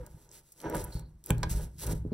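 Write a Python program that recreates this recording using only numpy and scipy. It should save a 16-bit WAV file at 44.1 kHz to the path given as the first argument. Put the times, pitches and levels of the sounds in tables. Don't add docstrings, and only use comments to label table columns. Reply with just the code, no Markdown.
import sys
import numpy as np
from scipy import signal
from scipy.fft import rfft, irfft, next_fast_len
from scipy.io import wavfile
from scipy.ndimage import map_coordinates

SR = 44100
rng = np.random.default_rng(int(sys.argv[2]) if len(sys.argv) > 2 else 0)


def pcm_store(signal):
    levels = np.round(np.clip(np.atleast_2d(signal), -1, 1) * 32767)
    wavfile.write(sys.argv[1], SR, levels.astype(np.int16).T)


N = 94021
TIME = np.arange(N) / SR


def amp(db):
    return 10 ** (np.asarray(db) / 20)


def unit(x):
    return x / np.sqrt(np.mean(x ** 2) + 1e-20)


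def white():
    return rng.standard_normal(N)


def along(points, hz):
    f, value = np.transpose(points)
    return np.interp(np.log(hz + 1), np.log(f + 1), value)


def level(points):
    return np.interp(TIME, *np.transpose(points))


def wobble(rate):
    knots = rng.standard_normal(int(N * rate / SR) + 4)
    return map_coordinates(knots, [np.arange(N) * rate / SR])


def filtered(x, response):
    m = next_fast_len(N + SR // 2)
    return irfft(rfft(x, m) * response(np.fft.rfftfreq(m, 1 / SR)), m)[..., :N]


def high_pass(f, corner):
    return 1j * f / (corner + 1j * f)


def low_pass(f, corner):
    return 1 / (1 + 1j * f / corner)


def resonances(modes, f, flip=True):
    total = 0
    for k, (centre, width, db) in enumerate(modes):
        sign = (-1) ** (k * flip)
        total = total + sign * amp(db) * 1j * f * width / (centre ** 2 - f ** 2 + 1j * f * width)
    return total


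# (frequency [Hz], relative density [dB])
AIR_SPECTRUM = [(25, -4.5), (76, -38), (200, -24), (1000, -24.5), (3000, -39), (8000, -42), (15500, -64),
                (16100, -85)]


def room_tone():
    air = filtered(white(), lambda f: amp(along(AIR_SPECTRUM, f)))
    return amp(-74.5) * unit(air)


# (frequency [Hz], time to fall 60 dB [s])
ROOM_DECAY = [(200, 0.047), (2000, 0.28), (10000, 0.048)]
ROOM_DB, ROOM_LOW_HZ, ROOM_TOP_HZ = -13, 150, 4000
ROOM_DELAY = 300


def room(x):
    hz, t, grains = signal.stft(rng.standard_normal((2, SR // 2)), SR, nperseg=256)
    decay = amp(-60 * t / along(ROOM_DECAY, hz)[:, None])
    tail = signal.istft(grains * decay, SR, nperseg=256)[1]
    tail = tail / np.linalg.norm(tail[0])
    delayed = np.pad(x, (ROOM_DELAY, 0))[None]
    answer = signal.fftconvolve(delayed, tail, axes=1)[:, :N]
    walls = lambda f: high_pass(f, ROOM_LOW_HZ) * low_pass(f, ROOM_TOP_HZ)
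    return amp(ROOM_DB) * filtered(answer, walls)


# (time [s], level [dB], time to fall 60 dB [s])
RUBS = [(0.921, -52, 0.16), (0.956, -58, 0.25), (1.055, -70, 0.1), (1.383, -64, 0.08), (2.122, -66, .1)]
# (frequency [Hz], width per pass [Hz], level per pass [dB])
STEEL_MODES = [(3520, 26, -10), (4320, 520, 19), (6200, 100, -5)]


def rings():
    swell = 0
    for start, db, t60 in RUBS:
        fall = 60 * np.maximum(TIME - start, 0) / t60
        swell = swell + (TIME >= start) * amp(db - fall)
    steel = filtered(white(), lambda f: resonances(STEEL_MODES, f) ** 2)
    return swell * unit(steel)


# (time [s], length [s], first pitch [Hz], last pitch [Hz], level at the crest [dB], roughness [0-1])
CREAK_EVENTS = [(-.02, 0.065, 540, 470, -48, .4), (.645, 0.035, 975, 970, -42, .4),
                (.715, 0.075, 965, 950, -38, .4), (.695, 0.08, 530, 430, -41, .5),
                (.54, .26, 5850, 5800, -64, 1)]
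CREAK_RATE = .14


def creaks():
    out = 0
    for start, length, first_hz, last_hz, db, rough in CREAK_EVENTS:
        progress = np.clip((TIME - start) / length, 0, 1)
        pitch = first_hz + (last_hz - first_hz) * progress
        phase = 2 * np.pi * np.cumsum(pitch) / SR
        rate = CREAK_RATE * rough * first_hz
        in_phase = (1 - rough + rough * wobble(rate)) * np.cos(phase)
        tone = in_phase + rough * wobble(rate) * np.sin(phase)
        out = out + amp(db) * np.sin(np.pi * progress) ** 2 * unit(tone)
    return out


# (time [s], level [dB], centre [Hz], spread of the bell curve [octaves], time to fall 60 dB [s])
TICK_EVENTS = [(0.064, -40, 10700, 0.92, 0.015), (0.2908, -46.5, 6170, 0.36, 0.0074),
               (0.3147, -34, 6600, 0.43, 0.0042), (0.52, -46.5, 10300, 0.67, 0.047),
               (0.602, -39, 5700, 0.96, 0.0095), (0.6154, -36.5, 10000, 1.5, 0.0056),
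               (0.6986, -27, 11500, 0.72, 0.0054), (0.748, -30, 10400, 0.41, 0.0069),
               (0.7536, -23, 10800, 0.92, 0.0059), (0.767, -27.5, 8600, 0.63, 0.0064),
               (0.8411, -27, 13200, 0.86, 0.0072), (0.846, -27.5, 11700, 0.26, 0.0069),
               (0.9433, -41, 9000, .7, 0.0064), (0.9948, -37.5, 9900, 1, 0.0098),
               (1.2401, -37, 8900, 0.76, 0.0078), (1.261, -26.5, 11500, 0.52, 0.0073),
               (1.2699, -38, 8400, 1.4, 0.0089), (1.3048, -22, 2330, 0.38, 0.0069),
               (1.3046, -14, 10700, 0.87, 0.0065), (1.3812, -35.5, 8420, 0.77, 0.0069),
               (1.431, -23, 3520, 0.97, 0.013), (1.4326, -32.5, 4170, 0.61, 0.029),
               (1.783, -41.5, 6500, 0.68, 0.0093), (1.867, -26, 11200, 0.66, 0.0051)]
TICK_TAIL_DB, TICK_TAIL_S, TICK_RISE_S = -28, .03, .0004


def ticks():
    length = 4096
    out, t = np.zeros(N + SR), np.arange(length) / SR
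    f = np.fft.rfftfreq(length, 1 / SR) + 1
    rise = 1 - np.exp(-t / TICK_RISE_S)
    sizzle = amp(TICK_TAIL_DB - 60 * t / TICK_TAIL_S)
    for start, db, hz, octaves, t60 in TICK_EVENTS:
        bell = np.exp(-.5 * (np.log2(f / hz) / octaves) ** 2)
        noise = unit(irfft(rfft(rng.standard_normal(length)) * bell))
        shape = (amp(-60 * t / t60) + sizzle) * rise
        out[round(start * SR):][:length] += amp(db) * noise * shape
    return out[:N]


def slips(rate, spread_db, smooth):
    hit = rng.random(N) < rate / SR
    sizes = white() * amp(spread_db * rng.exponential(size=N))
    return unit(hit * sizes) + smooth * white()


# (time [s], level [dB])
HISS_LEVEL = [(0, -67.5), (.1, -69), (.25, -64.5), (.29, -72.5), (.33, -55), (.39, -56), (.42, -70),
              (.5, -65.5), (.56, -69), (.62, -59.5), (.72, -67.5), (.75, -48), (.81, -50), (.86, -62),
              (.92, -57.5), (1.0, -62), (1.04, -80), (1.23, -81.5), (1.25, -59), (1.30, -50), (1.32, -62),
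              (1.38, -64.5), (1.42, -70), (1.44, -71), (1.487, -63.5), (1.497, -40), (1.52, -38.5),
              (1.55, -46.5), (1.63, -52), (1.72, -73.5), (1.775, -67), (1.79, -51.5), (1.84, -40.5),
              (1.86, -51), (1.87, -36.5), (1.885, -46), (1.93, -39.5), (1.94, -56.5), (1.952, -50),
              (1.965, -58.5), (2.03, -76), (2.11, -79.5), (2.13, -72)]
# (frequency [Hz], relative density [dB])
GRIT_SPECTRUM = [(600, -14), (1500, -10.5), (3000, -9.5), (5500, -3.5), (8000, -2.5), (11000, -0.5),
                 (15600, -6.5), (16100, -16)]


def hiss():
    grit = filtered(slips(rate=4000, spread_db=1.75, smooth=.85), lambda f: amp(along(GRIT_SPECTRUM, f)))
    return amp(level(HISS_LEVEL) + 2.1 * wobble(34.97)) * unit(grit)


# (frequency [Hz], width [Hz], level [dB])
BOARD_MODES = [(31.7, 10.7, -1.5), (59.1, 16.35, 7), (114.4, 17.1, 3.5), (156.2, 19.9, 6), (248.3, 18, -6),
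               (317.4, 29.6, -3.5), (415.4, 17.2, -2.5), (480.6, 130, -11.5), (610, 24, -16),
               (835, 43.4, -17.5), (984.5, 60, -14.5), (1163, 270, -29), (1500, 39, -16.5),
               (1612, 34, -18.5), (2192, 30, -27.5)]


def boards(f):
    return resonances(BOARD_MODES, f)


# (time [s], level [dB])
GRIND_LEVEL = [(0, -54.5), (.04, -55), (.12, -65), (.35, -65.5), (.52, -83), (.59, -65.5), (.63, -47),
               (.66, -35.5), (.69, -37.5), (.72, -40.5), (.76, -34.5), (.80, -41.5), (.9, -52.5),
               (1.0, -55), (1.1, -75.5), (1.22, -91.5), (1.29, -47.5), (1.34, -53), (1.42, -51.5),
               (1.46, -49.5), (1.6, -49), (1.68, -59), (1.77, -81.5), (1.84, -47.5), (1.92, -40.5),
               (1.96, -57.5), (2.04, -68), (2.13, -62)]
GRIND_LOW_HZ, GRIND_TOP_HZ = 196, 1160


def grind():
    friction = slips(rate=900, spread_db=3, smooth=.8)
    band = lambda f: high_pass(f, GRIND_LOW_HZ) ** 4 * low_pass(f, GRIND_TOP_HZ)
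    wood = filtered(friction, lambda f: boards(f) * band(f))
    return amp(level(GRIND_LEVEL) + .21 * wobble(41.6)) * unit(wood)


# (time [s], level [dB])
BOOM_LEVEL = [(0, -47), (.05, -52.5), (.3, -61.5), (.55, -70), (.64, -67), (.68, -90), (.74, -44),
              (.79, -35), (.88, -45), (.93, -56), (1.0, -42.5), (1.17, -56), (1.28, -61.5), (1.34, -29.5),
              (1.42, -35), (1.48, -32.5), (1.52, -52), (1.64, -37.5), (1.7, -49.5), (1.81, -48.5),
              (1.86, -38), (1.93, -31.5), (2.0, -40), (2.13, -40.5)]
BOOM_TOP_HZ = 161


def boom():
    floor = filtered(white(), lambda f: boards(f) * low_pass(f, BOOM_TOP_HZ) ** 2)
    return amp(level(BOOM_LEVEL)) * unit(floor)


# (time [s], peak level [dB], contact time [ms], lowest resonance reached [Hz])
KNOCK_EVENTS = [(.002, -36, 11.3, 65), (.144, -39.5, 6.9, 104), (0.65, -39, 1.1, 270),
                (0.663, -37, 7.1, 15), (.700, -31.5, 3.7, 250), (0.761, -29.5, 0.4, 410),
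                (.835, -31.5, 7.7, 35), (0.886, -37, 5.2, 38), (0.952, -24.5, 7.8, 60),
                (1.301, -24, 0.66, 270), (1.305, -21, 0.24, 630), (1.308, -13.5, 2.9, 64),
                (1.368, -33.5, 3.4, 120), (1.431, -22, 0.25, 1040), (1.436, -21, 0.29, 524),
                (1.438, -22, 7, 27), (1.440, -35.5, 0.3, 810), (1.512, -22, 7.8, 54),
                (1.549, -23, 10.6, 53), (1.571, -24, 6.6, 54), (1.625, -35, 21, 30), (1.878, -30, 3.6, 93),
                (1.895, -27, 3.6, 126), (1.916, -49.5, 2.8, 320), (1.933, -20, 3.1, 27),
                (2.051, -23.5, 8.5, 300), (2.063, -27.5, 3.9, 73), (2.118, -24, 5, 240),
                (2.123, -22, 5, 263)]


def knocks():
    out, t = np.zeros(N + SR), np.arange(SR // 2) / SR
    f = np.fft.rfftfreq(len(t), 1 / SR)
    for start, db, contact_ms, low_hz in KNOCK_EVENTS:
        push = t ** 2 * np.exp(-t / (contact_ms / 6000))
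        reached = [(hz, width, gain - 10 * np.log10(1 + (low_hz / hz) ** 12))
                   for hz, width, gain in BOARD_MODES]
        knock = irfft(rfft(push) * resonances(reached, f, flip=False))
        out[round(start * SR):][:len(t)] += amp(db) * knock / np.abs(knock).max()
    return out[:N]


# (frequency [Hz], lead [rad])
PORT_LEAD = [(0, 0), (1550, 1.0), (2330, -1.6), (3880, 0), (4910, -2.3), (5650, 0)]
LEAD_TURN_HZ = 2540
# (frequency [Hz], left over right [dB])
PORT_BALANCE = [(300, 0), (1300, -2), (4400, -2), (9000, 0)]


def ports(x):
    hz, rad = np.transpose(PORT_LEAD)

    def left(f):
        lead = np.interp(f, hz, rad) + 2 * np.pi * np.maximum(f - hz[-1], 0) / LEAD_TURN_HZ
        return np.exp(.5j * lead) * amp(along(PORT_BALANCE, f) / 2)

    return filtered(x, lambda f: left(f) ** np.array([[1], [-1]]))


def scene():
    work = room_tone() + rings() + creaks() + ticks() + hiss() + grind() + boom() + knocks()
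    return ports(work) + room(work)


ROLL_OFF_HZ, TOP_HZ = 15400, 16600


def record(dry):
    return filtered(dry, lambda f: (f < TOP_HZ) / np.sqrt(1 + (f / ROLL_OFF_HZ) ** 40))


dry = scene()
out = record(dry)
pcm_store(out)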